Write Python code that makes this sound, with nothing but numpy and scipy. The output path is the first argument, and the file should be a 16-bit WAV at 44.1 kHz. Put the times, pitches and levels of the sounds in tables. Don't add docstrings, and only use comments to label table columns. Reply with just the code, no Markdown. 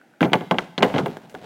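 import sys
import numpy as np
from scipy import signal
from scipy.fft import rfft, irfft, next_fast_len
from scipy.io import wavfile

SR = 44100
rng = np.random.default_rng(int(sys.argv[2]) if len(sys.argv) > 2 else 0)


def waveform_to_disk(signal):
    frames = np.transpose(np.atleast_2d(signal))
    scaled = np.clip(frames, -1, 1) * 32767
    samples = np.round(scaled).astype(np.int16)
    wavfile.write(sys.argv[1], SR, samples)


N = 63945

BAND_EDGES_HZ = np.r_[0, np.geomspace(110, SR / 2, 23)]


def from_db(db):
    return 10 ** (np.asarray(db) / 20)


def unit_level(x):
    return x / np.sqrt(np.mean(x ** 2) + 1e-20)


def at_hz(table, hz, column=1):
    table = np.array(table)
    return np.interp(np.log(np.maximum(hz, 1)), np.log(table[:, 0]), table[:, column])


def frequencies(size):
    return np.arange(size // 2 + 1) * SR / size


def causal_filter(db):
    cepstrum = irfft(np.log(from_db(db)))
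    half = len(cepstrum) // 2
    return np.exp(rfft(np.r_[cepstrum[0], 2 * cepstrum[1:half], np.zeros(half)]))


def coloured(x, colour):
    size = 2 * next_fast_len(N)
    gain = from_db(at_hz(colour, frequencies(size)))
    return unit_level(irfft(rfft(x, size) * gain)[:N])


def local_level_db(spectrum, width=.16):
    k = np.arange(len(spectrum))
    reach = (4 + k * width / 2).astype(int)
    low, high = np.maximum(k - reach, 0), np.minimum(k + reach + 1, len(k))
    energy = np.r_[0, np.cumsum(np.abs(spectrum) ** 2)]
    return 10 * np.log10((energy[high] - energy[low]) / (high - low) + 1e-12)


def noise_bands(size=65536):
    hz, white = frequencies(size), rfft(rng.standard_normal(size))
    return irfft(white * (hz >= BAND_EDGES_HZ[:-1, None]) * (hz < BAND_EDGES_HZ[1:, None]))


def dying_noise(bands, size, fade_s_at, build_s_at):
    t, out = np.arange(size) / SR, 0
    start = rng.integers(bands.shape[1] - size)
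    for band, low, high in zip(bands, BAND_EDGES_HZ, BAND_EDGES_HZ[1:]):
        centre = (low + high) / 2
        swell = 1 - np.exp(-t / build_s_at(centre))
        fade = np.exp(-np.log(1000) * t / fade_s_at(centre))
        gain = np.sqrt(2 * (high - low) / SR / size)
        out = out + gain * unit_level(band[start:start + size] * swell * fade)
    return out


def add(track, start_s, sound):
    start = int(start_s * SR)
    track[start:start + len(sound)] += sound[:N - start]


def outdoor_air(level_db=-57.5):
    # frequency in Hz, level in dB.
    colour = [(18, -59), (30, -25), (69, -24), (160, 5), (332, 7.5), (410, 0.5), (830, 1.5), (1080, -14.5),
              (1440, -0.5), (3780, -17.5), (15500, -28.5)]
    return from_db(level_db) * coloured(rng.standard_normal(N), colour)


def air_ticks(tones_hz=(1450, 1530), fade_s=.05):
    # start in seconds, level in dB.
    ticks = [(.014, -47), (.138, -53)]
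    out, t = np.zeros(N), np.arange(4096) / SR
    tones = sum(np.sin(2 * np.pi * hz * t) for hz in tones_hz)
    for start_s, db in ticks:
        add(out, start_s, from_db(db - 60 * t / fade_s) * tones)
    return out


def blow(bands, zone_db, ring_stretch, note_hz, note_db, snap_shares, press_s=0, size=8192):
    zone_hz = [230, 750, 2600, 6300, 12500]
    # frequency in Hz, level in dB.
    plywood = [(30, -9), (60, -8), (90, 11.5), (135, 24), (190, 27), (400, 24), (850, 28), (1250, 21.5),
               (2100, 24), (3300, 17.5), (4100, 7), (5200, -6), (8500, -14.5), (15000, -19)]
    # centre in Hz, boost or cut in dB, width in Hz.
    resonances = [(179.2, 5, 10), (261.8, 3, 9.9), (366.6, 5, 25), (415.5, 6, 24.5), (509, 4, 64),
                  (732, 3, 59), (864, 2, 27), (1647, 2, 80), (1830, -13, 93), (2066, 1.5, 290),
                  (2553, -4, 334), (2810, 4, 310), (3264, 3, 520)]
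    # frequency in Hz, seconds to fade by 60 dB before stretching.
    ring_times = [(100, 0.13), (200, 0.2), (450, 0.1), (900, 0.11), (2000, 0.065), (3500, 0.023),
                  (7000, 0.09), (14000, 0.21)]
    bend_lag_s, build_cycles = 0.001304, 0.37
    hz = frequencies(size)
    snap = np.exp(-4j * np.pi * bend_lag_s * np.sqrt(1000 * hz))
    ring = dying_noise(bands, size, fade_s_at=lambda f: ring_stretch * at_hz(ring_times, f),
                       build_s_at=lambda f: press_s + build_cycles / f)
    share = np.clip(at_hz(snap_shares, hz), 0, 1)
    strike = np.sqrt(share) * snap + np.sqrt(1 - share) * rfft(ring)
    db = at_hz(plywood, hz) + at_hz(list(zip(zone_hz, zone_db)), hz)
    db -= local_level_db(strike)
    struck_note = (note_hz, note_db, note_hz / 3.16)
    for centre, boost, width in [*resonances, struck_note]:
        db += boost / (1 + (2 * (hz - centre) / width) ** 2)
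    fade = np.minimum(1, np.linspace(2, 0, size))
    return fade * irfft(strike * causal_filter(db))


def board_knocks(bands):
    # start in seconds, then thud, knock, crack, sizzle and fizz in dB, a factor that
    # stretches the ring, the note of the struck spot in Hz, that note's boost in dB.
    knocks = [ (0.2073, 1, -15, -15.5, -7.5, 1.5, 2.4, 1490, 16.5),
              (0.2167, -2, -7.5, -29, 0, -14, 0.29, 3640, -5),
              (0.2284, -6, -3, -9.5, -20, -12, 0.8, 2350, 7),
              (0.298, -34, -34, -38, -47, -28, 1.3, 2300, 11),
              (0.3324, -2.5, 2.5, 1, 6.5, 3.5, 0.72, 1680, -1.5),
              (0.403, -36, -25, -37, -42, -24, 1.6, 2000, -11),
              (0.409, -11.5, -16, -28, -19, -26, 0.93, 393, 5.5),
              (0.5109, -4, -1, -7, -0.5, -1.5, 0.43, 1020, 4.5),
              (0.542, -3, -11, -27, -31, -20.5, 0.64, 600, 1.5),
              (.5845, -8, -8, -5.5, 2, -11, 0.49, 1560, 4),
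              (0.7787, -4, -11.5, -15, 1.5, -11.5, 0.96, 3970, 8.5),
              (0.806, -0.5, -14, -18.5, -51, -32, 0.6, 4000, -25),
              (0.8247, -2, -2.5, -12.5, 6, -6, 0.34, 900, 8), (.8288, 2, -0.5, 0.5, 4.5, 5, 0.85, 465, 6.5),
              (0.9, -11.5, -12.5, -24.5, -35, -24, 2.2, 1120, -1.5),
              (0.9401, -0.5, -10.5, -19, -29, -31, 0.82, 3730, 3),
              (0.9606, 0, -9, -18, -8, -35, 1.25, 624, 0.5),
              (0.9816, -2, -9.5, -13, 1, -13, 1.28, 1370, 7.5),
              (1.0594, -14.5, -7, -21, -10, -0.5, 0.6, 398, 9.5),
              (1.1691, -21, -22, -38.5, -13, -14, 0.25, 1650, 12),
              (1.297, -42, -45, -34, -11, -11, 1.8, 3460, -17),
              (1.3425, -19, -20, -52, -17, -13, 0.85, 375, 6),
              (1.3492, -22, -23.5, -33.5, -13, -31, 0.29, 1540, 13.5)]
    # frequency in Hz, share of a hard blow's energy that is in its snap (0 to 1).
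    snap_shares = [(150, 0.16), (800, 0.11), (3000, 0.5), (10000, 0.12)]
    out = np.zeros(N)
    for start_s, *zone_db, ring_stretch, note_hz, note_db in knocks:
        add(out, start_s, blow(bands, zone_db, ring_stretch, note_hz, note_db, snap_shares))
    return out


def body_thumps(bands):
    # start in seconds, thud in dB, slap in dB, a factor that stretches the ring,
    # the note of the flexing sheet in Hz, that note's boost in dB.
    thumps = [(0.2112, -2.5, -19, .8, 275, 17.5), (0.2342, 4, -10.5, 1.13, 312, 11.5),
              (.2465, -1, -5, 1.07, 128, 9), (.3180, -4, -17.5, 1.3, 805, 11),
              (.3530, -0.5, -7.5, 0.51, 112, 3), (.5160, -1, -11, 1.1, 192, 7),
              (0.846, -3, -6, 1.43, 407, 2), (0.9474, 1.5, -8, 1.5, 126.6, 8),
              (.9920, -5.5, -14, 0.94, 434, 5), (1.029, -3, -25, 1.3, 140, 8),
              (1.0820, -5, -23, 0.83, 238, 1)]
    # frequency in Hz, share of a soft blow's energy that is in its snap (0 to 1).
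    snap_shares = [(130, 0.87), (350, 0.34), (900, 0.07), (4000, 0.26)]
    out = np.zeros(N)
    for start_s, thud, slap, ring_stretch, note_hz, note_db in thumps:
        zone_db = [thud, slap, slap - 15, slap + 0.5, slap - 24]
        thump = blow(bands, zone_db, ring_stretch, note_hz, note_db, snap_shares, press_s=0.005)
        add(out, start_s, thump)
    return out


def slide(grains_per_s=2000, spread_db=3):
    # time in seconds, level in dB.
    loudness = [(.2, -88), (0.229, -27), (.31, -66), (.39, -47), (.49, -56), (.62, -36.5), (.76, -70),
                (.87, -33.5), (.93, -36.5), (.96, -36.5), (.995, -26), (1.02, -42), (1.12, -42),
                (1.2, -51.5), (1.236, -47.5), (1.32, -54.5), (1.369, -43.5), (1.40, -49), (1.44, -40.5)]
    # frequency in Hz, level in dB.
    colour = [(50, -12), (140, 3), (300, 4.5), (700, 3.5), (1200, -8.5), (3200, -12), (5000, -21.5),
              (15000, -38)]
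    sizes = from_db(spread_db * np.minimum(rng.exponential(1, N), 4))
    signs = rng.choice([-1, 1], N)
    grains = sizes * signs * (rng.random(N) < grains_per_s / SR)
    level_db = np.interp(np.arange(N) / SR, *np.transpose(loudness))
    return coloured(grains, colour) * from_db(level_db)


def court_tail(sound, bands, size=49152):
    # frequency in Hz, level in dB compared with the direct sound, seconds to fade by 60 dB.
    echoes = [(79, -23, 1), (184, -14, 1), (413, -21, 0.43), (900, -20.5, 0.92), (2000, -19.5, 0.49),
              (3100, -24.5, 0.8), (4880, -15.5, .8), (12000, -9.5, 1)]
    tail = dying_noise(bands, size, lambda f: at_hz(echoes, f, column=2), build_s_at=lambda f: 0.01)
    colour = causal_filter(at_hz(echoes, frequencies(size)))
    return signal.fftconvolve(sound, irfft(rfft(tail) * colour))[:N]


def scene():
    bands = noise_bands()
    fall = board_knocks(bands) + body_thumps(bands) + slide() + air_ticks()
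    air = outdoor_air()
    return (fall + court_tail(fall, noise_bands()) + air)[None]


def record(dry):
    ceiling, cutoff_hz = .93, 16200
    rounded = dry / (1 + (dry / ceiling) ** 4) ** (1 / 4)
    low_pass = signal.ellip(10, .1, 80, cutoff_hz, fs=SR, output="sos")
    return signal.sosfilt(low_pass, rounded)


dry = scene()
out = record(dry)
waveform_to_disk(out)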